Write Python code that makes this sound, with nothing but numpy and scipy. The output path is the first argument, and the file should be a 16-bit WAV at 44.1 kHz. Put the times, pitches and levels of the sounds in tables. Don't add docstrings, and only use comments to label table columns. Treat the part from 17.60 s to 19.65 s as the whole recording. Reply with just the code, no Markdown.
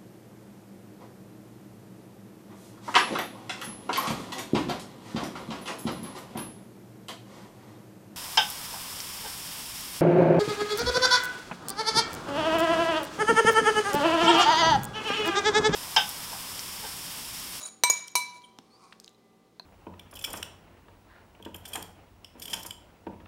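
import sys
import numpy as np
from scipy import signal
from scipy.fft import rfft, irfft
from scipy.io import wavfile

SR = 44100
rng = np.random.default_rng(int(sys.argv[2]) if len(sys.argv) > 2 else 0)


def pcm_store(signal):
    levels = np.round(np.clip(np.atleast_2d(signal), -1, 1) * 32767)
    wavfile.write(sys.argv[1], SR, levels.astype(np.int16).T)


N = 90404
TIME = np.arange(N) / SR
FREQS = np.fft.rfftfreq(N, 1 / SR)


def clinks():
    # (time [s], clack level [dB], clack t60 [s], clack tilt [dB/octave], time until damped [s])
    blows = [(.2364, -20, 0.048, -0.7, 0.24), (.2996, -26, 0.054, -0.25, 0.18),
             (.5538, -27.5, 0.15, 1, .45)]
    mode_hz = [980, 986, 2309, 2298, 2936, 3770, 4003, 4024, 5170, 5545, 5594, 6061, 6765, 6793, 7316, 8396,
               8568, 8736, 10190, 10664, 11030, 11720, 12250, 12930, 14850]
    # (t60 [s], level in blow 1, 2, 3 [dB])
    mode_response = [(0.83, -58.5, -63.5, -33), (0.19, -18, -50.5, -26.5), (.43, -25, -44.5, -30),
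                     (0.11, -25, -63, -25), (.12, -40.5, -61.5, -35.5), (.14, -39, -51.5, -38),
                     (.26, -23, -58.5, -24), (0.17, -30, -48.5, -35), (0.094, -46.5, -32.5, -63.5),
                     (0.21, -35.5, -53.5, -32.5), (0.074, -40, -41.5, -56), (0.15, -22.5, -44.5, -24.5),
                     (.22, -40, -35.5, -52), (0.087, -37.5, -23, -45.5), (.16, -56.5, -57.5, -38.5),
                     (0.12, -20.5, -53, -28.5), (0.22, -36.5, -32, -47.5), (.19, -41.5, -31, -47.5),
                     (.12, -47.5, -42.5, -28), (0.051, -49, -34, -20), (.13, -50.5, -50, -42),
                     (.12, -35, -52, -31.5), (.12, -46, -55, -38), (.13, -48, -53, -48),
                     (.12, -39, -44, -70.5)]
    # (frequency [Hz], relative level [dB])
    clack_spectrum = [(60, -30.5), (250, -11.5), (500, -3), (750, -1.5), (1100, 0), (1550, -6.5),
                      (2300, -8.5), (3100, -11), (4200, 1.5), (5300, -5.5), (6400, 4.5), (7600, -10.5),
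                      (8700, -4.5), (9600, -6.5), (12000, -8.5), (13600, -8), (15100, -9.5), (16000, -15)]
    pairs_below_hz, pressed_t60_s = 2500, 0.13
    crack_db, crack_t60_s, rise_s = 11, 0.0089, 0.00027
    peak_width_hz, peak_db = 71, 6
    clack_colour = read(clack_spectrum, FREQS) + resonances([(hz, peak_width_hz, peak_db) for hz in mode_hz])
    out = np.zeros(N)
    for k, (s, clack_db, clack_t60, tilt_db, free_s) in enumerate(blows):
        signs = np.where(np.array(mode_hz) < pairs_below_hz, 1, rng.choice([-1, 1], len(mode_hz)))
        modes = sum(sign * ring(hz, levels[k], t60)
                    for sign, hz, (t60, *levels) in zip(signs, mode_hz, mode_response))
        damping = decay(np.maximum(TIME - free_s, 0), pressed_t60_s)
        envelope = decay(TIME, clack_t60) + amp(crack_db) * decay(TIME, crack_t60_s)
        clack = colour(rng.standard_normal(N) * envelope, clack_colour + tilt_db * np.log2(FREQS + 20))
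        add(out, s, modes * rise(rise_s) * damping + amp(clack_db) * clack)
    return out


def scrapes():
    # (time [s], duration [s], level [dB])
    strokes = [(0, 0.018, -44), (0.015, 0.075, -45.5), (0.345, 0.051, -49), (0.734, 0.051, -59.5),
               (0.821, 0.053, -67)]
    # (frequency [Hz], relative level [dB])
    grit = [(150, -26), (450, -10), (640, -3.5), (820, -13.5), (1200, 0), (1900, -11.5), (4400, -9),
            (5500, -6.5), (9000, -10), (11000, -12.5), (13500, -27.5), (15200, -19.5)]
    # (frequency [Hz], bandwidth [Hz], relative level [dB])
    contact = [(640, 130, 8), (974, 30, 11.5), (2305, 28, 13.5), (3923, 70, 16.5), (4400, 130, 8.5),
               (5300, 34, 0.5), (6000, 150, 3.5), (6800, 91, 15.5), (8900, 85, 15), (10120, 210, 11.5),
               (10050, 150, 11), (13000, 74, 15), (14950, 250, 6)]
    edge_s = 0.0075
    pressure = sum(amp(db) * np.clip(np.minimum(TIME - s, s + length - TIME) / edge_s + 0.5, 0, 1)
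                   for s, length, db in strokes)
    return friction(pressure, read(grit, FREQS) + resonances(contact))


def wipe():
    # (time [s], level [dB])
    envelope = [(0.878, -69), (1.002, -74.5), (1.08, -69), (1.19, -64.5), (1.24, -57.5), (1.291, -62.5),
                (1.36, -68.5), (1.55, -108)]
    # (frequency [Hz], relative level [dB])
    cream = [(300, -16.5), (800, 5), (1100, 15), (1600, -9), (2000, -20), (2320, 4), (2900, -15.5),
             (4500, 0), (6000, -4.5), (7800, -10), (9100, -5), (12000, -28), (16000, -26)]
    s, db = np.transpose(envelope)
    pressure = amp(np.interp(TIME, s, db, left=-np.inf, right=-np.inf))
    return friction(pressure, read(cream, FREQS))


def friction(pressure, spectrum_db):
    slips_per_s, spread_db = 4500, 2.5
    strengths = rng.standard_normal(N) * amp(-spread_db * rng.standard_normal(N))
    slips = strengths * (rng.random(N) < slips_per_s / SR)
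    return colour(unit(slips) * pressure, spectrum_db)


def squeaks():
    # (time [s], duration [s], start frequency [Hz], end frequency [Hz], level [dB])
    glides = [(.024, .024, 6850, 6800, -35), (.040, .036, 3940, 3980, -47), (.044, .04, 8900, 8950, -39),
              (.053, .014, 6830, 6850, -31), (.2982, .016, 6790, 6775, -15), (.836, .018, 3300, 3000, -47),
              (.836, .03, 9250, 9050, -60), (1.095, .095, 4150, 4950, -60)]
    wobble_hz, gain_db = 67.6, -0.05
    out = np.zeros(N)
    for s, length, start_hz, end_hz, db in glides:
        progress = np.minimum(TIME / length, 1)
        hz = start_hz + (end_hz - start_hz) * progress + wobble_hz * drift(span_s=0.002)
        tone = np.sin(2 * np.pi * np.cumsum(hz) / SR)
        add(out, s, amp(db + gain_db) * np.sin(np.pi * progress) * tone)
    return out


def ticks():
    # (time [s], frequency [Hz], level [dB], t60 [s])
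    snaps = [(.4750, 9750, -37.5, 0.0048), (0.4793, 8630, -29.5, 0.0037), (0.4815, 5600, -31, 0.01),
             (0.4835, 3150, -36, 0.0066), (.4847, 13500, -44, .004), (0.517, 11500, -42.5, 0.0022),
             (0.8198, 4260, -42, 0.0056), (1.3245, 2270, -35, 0.003), (1.3259, 1410, -35, 0.0054),
             (1.3282, 3780, -31.5, 0.0023), (1.3305, 2630, -40.5, .005), (1.4, 5100, -22.5, 0.0014),
             (1.4012, 8330, -37, 0.0038), (1.4405, 6700, -49.5, 0.011), (1.4448, 4800, -32, 0.0031),
             (1.4613, 6440, -43, 0.0054), (1.4659, 7500, -58, .004), (1.4786, 3890, -32, 0.0055),
             (1.4806, 7000, -49, 0.0065), (1.493, 6800, -45.5, 0.0044), (1.5469, 4000, -56, 0.014)]
    grit_gain = 0.27
    out = np.zeros(N)
    for s, hz, db, t60 in snaps:
        detuning = (FREQS + 20) / hz - hz / (FREQS + 20)
        grit = colour(rng.standard_normal(N) * decay(TIME, t60), -20 * np.log10(1 + detuning ** 2))
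        add(out, s, ring(hz, db, t60) * rise(0.0001) + grit_gain * amp(db) * grit)
    return out


def knock():
    # (time [s], gain [dB])
    blows = [(.9876, -35)]
    # (frequency [Hz], relative level [dB], t60 [s])
    modes = [(262, -5.5, 0.048), (794, 4.5, 0.006), (1530, -22, 0.0069), (3220, 10.5, 0.0019),
             (5190, -0.5, 0.0051), (7400, -33, 0.0012)]
    return taps(blows, modes, rise_s=0.00008)


def click():
    # (time [s], gain [dB])
    blows = [(1.9966, -26)]
    # (frequency [Hz], relative level [dB], t60 [s])
    modes = [(710, -12, 0.024), (973, -12, 0.031), (1610, -10, 0.011), (2580, -21, 0.028), (4180, 2, 0.013),
             (4430, -13, 0.0099), (6100, -14.5, .006), (8600, -10, 0.0024), (11850, -15, 0.0037)]
    return taps(blows, modes, rise_s=0.00087)


def taps(blows, modes, rise_s):
    out = np.zeros(N)
    sound = sum(ring(hz, db, t60) for hz, db, t60 in modes) * rise(rise_s)
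    for s, db in blows:
        add(out, s, amp(db) * sound)
    return out


def kitchen(x):
    # (frequency [Hz], t60 [s])
    reverb_times = [(200, .3), (600, 0.14), (1400, 0.66), (4000, 0.55), (9000, 0.37), (15000, 0.22)]
    tail_db, predelay_s = -10.5, 0.004
    early_db, early_t60_s, echoes_per_s = -15, 0.05, 1500
    hz, t, noise_bands = signal.stft(rng.standard_normal(SR), SR, nperseg=256)
    tail = signal.istft(noise_bands * decay(t, read(reverb_times, hz)[:, None]), SR, nperseg=256)[1][:SR]
    early = rng.standard_normal(SR) * (rng.random(SR) < echoes_per_s / SR) * decay(TIME[:SR], early_t60_s)
    response = amp(tail_db) * tail / np.linalg.norm(tail) + amp(early_db) * early / np.linalg.norm(early)
    out = np.zeros(N)
    add(out, predelay_s, signal.fftconvolve(x, response))
    return out


def background():
    # (frequency [Hz], relative level [dB])
    floor = [(20, 1.5), (60, -4.5), (95, -14), (200, -1.5), (420, 0), (630, -8.5), (1000, -12), (1600, -20),
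             (4000, -21), (8000, -27.5), (15000, -32.5)]
    # (frequency [Hz], level [dB])
    partials = [(118, -77), (177, -71.5), (221, -70), (357, -80), (770, -73), (1184, -78), (2013, -82)]
    floor_db, waver_depth, waver_s = -63, 0.31, 0.12
    air = unit(irfft(rfft(rng.standard_normal(N)) * amp(read(floor, FREQS)), N))
    hum = np.zeros(N)
    for hz, db in partials:
        waver = 1 + waver_depth * (drift(waver_s) + 1j * drift(waver_s))
        hum += amp(db) * unit((waver * np.exp(2j * np.pi * hz * TIME)).real)
    return amp(floor_db) * air + hum


def ring(hz, db, t60):
    return amp(db) * decay(TIME, t60) * np.cos(2 * np.pi * hz * TIME)


def resonances(peaks):
    power = sum(amp(db) ** 2 / (1 + (2 * (FREQS - hz) / width) ** 2) for hz, width, db in peaks)
    return 10 * np.log10(1 + power)


def colour(x, db):
    cepstrum = irfft(np.log(amp(db)), N) * 2 * (np.arange(N) < N // 2)
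    cepstrum[0] /= 2
    kernel = irfft(np.exp(rfft(cepstrum)), N)[:4096]
    return signal.fftconvolve(x, kernel / np.linalg.norm(kernel))[:N]


def drift(span_s):
    return unit(irfft(rfft(rng.standard_normal(N)) * np.exp(-(FREQS * span_s) ** 2), N))


def rise(rise_s):
    return 1 - np.exp(-TIME / rise_s)


def decay(t, t60):
    return amp(-60 * t / np.maximum(t60, 1e-4))


def amp(db):
    return 10 ** (np.asarray(db) / 20)


def unit(x):
    return x / np.sqrt(np.mean(x ** 2) + 1e-20)


def read(points, hz):
    f, value = np.transpose(points)
    return np.interp(np.log(hz + 1), np.log(f + 1), value)


def add(mix, s, sound):
    part = mix[max(round(s * SR), 0):][:len(sound)]
    part += sound[:len(part)]


def scene():
    main = clinks() + scrapes() + wipe() + squeaks()
    small = ticks() + knock() + click()
    return (main + small + kitchen(main + amp(-4) * small) + background())[None]


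def record(dry):
    low_cut_hz, high_cut_hz = 74, 15950
    thin = signal.sosfilt(signal.butter(2, low_cut_hz, "highpass", fs=SR, output="sos"), dry)
    lowpass = signal.firwin(255, high_cut_hz, window=("kaiser", 9), fs=SR)
    return signal.oaconvolve(thin, lowpass[None], "same")


dry = scene()
out = record(dry)
pcm_store(out)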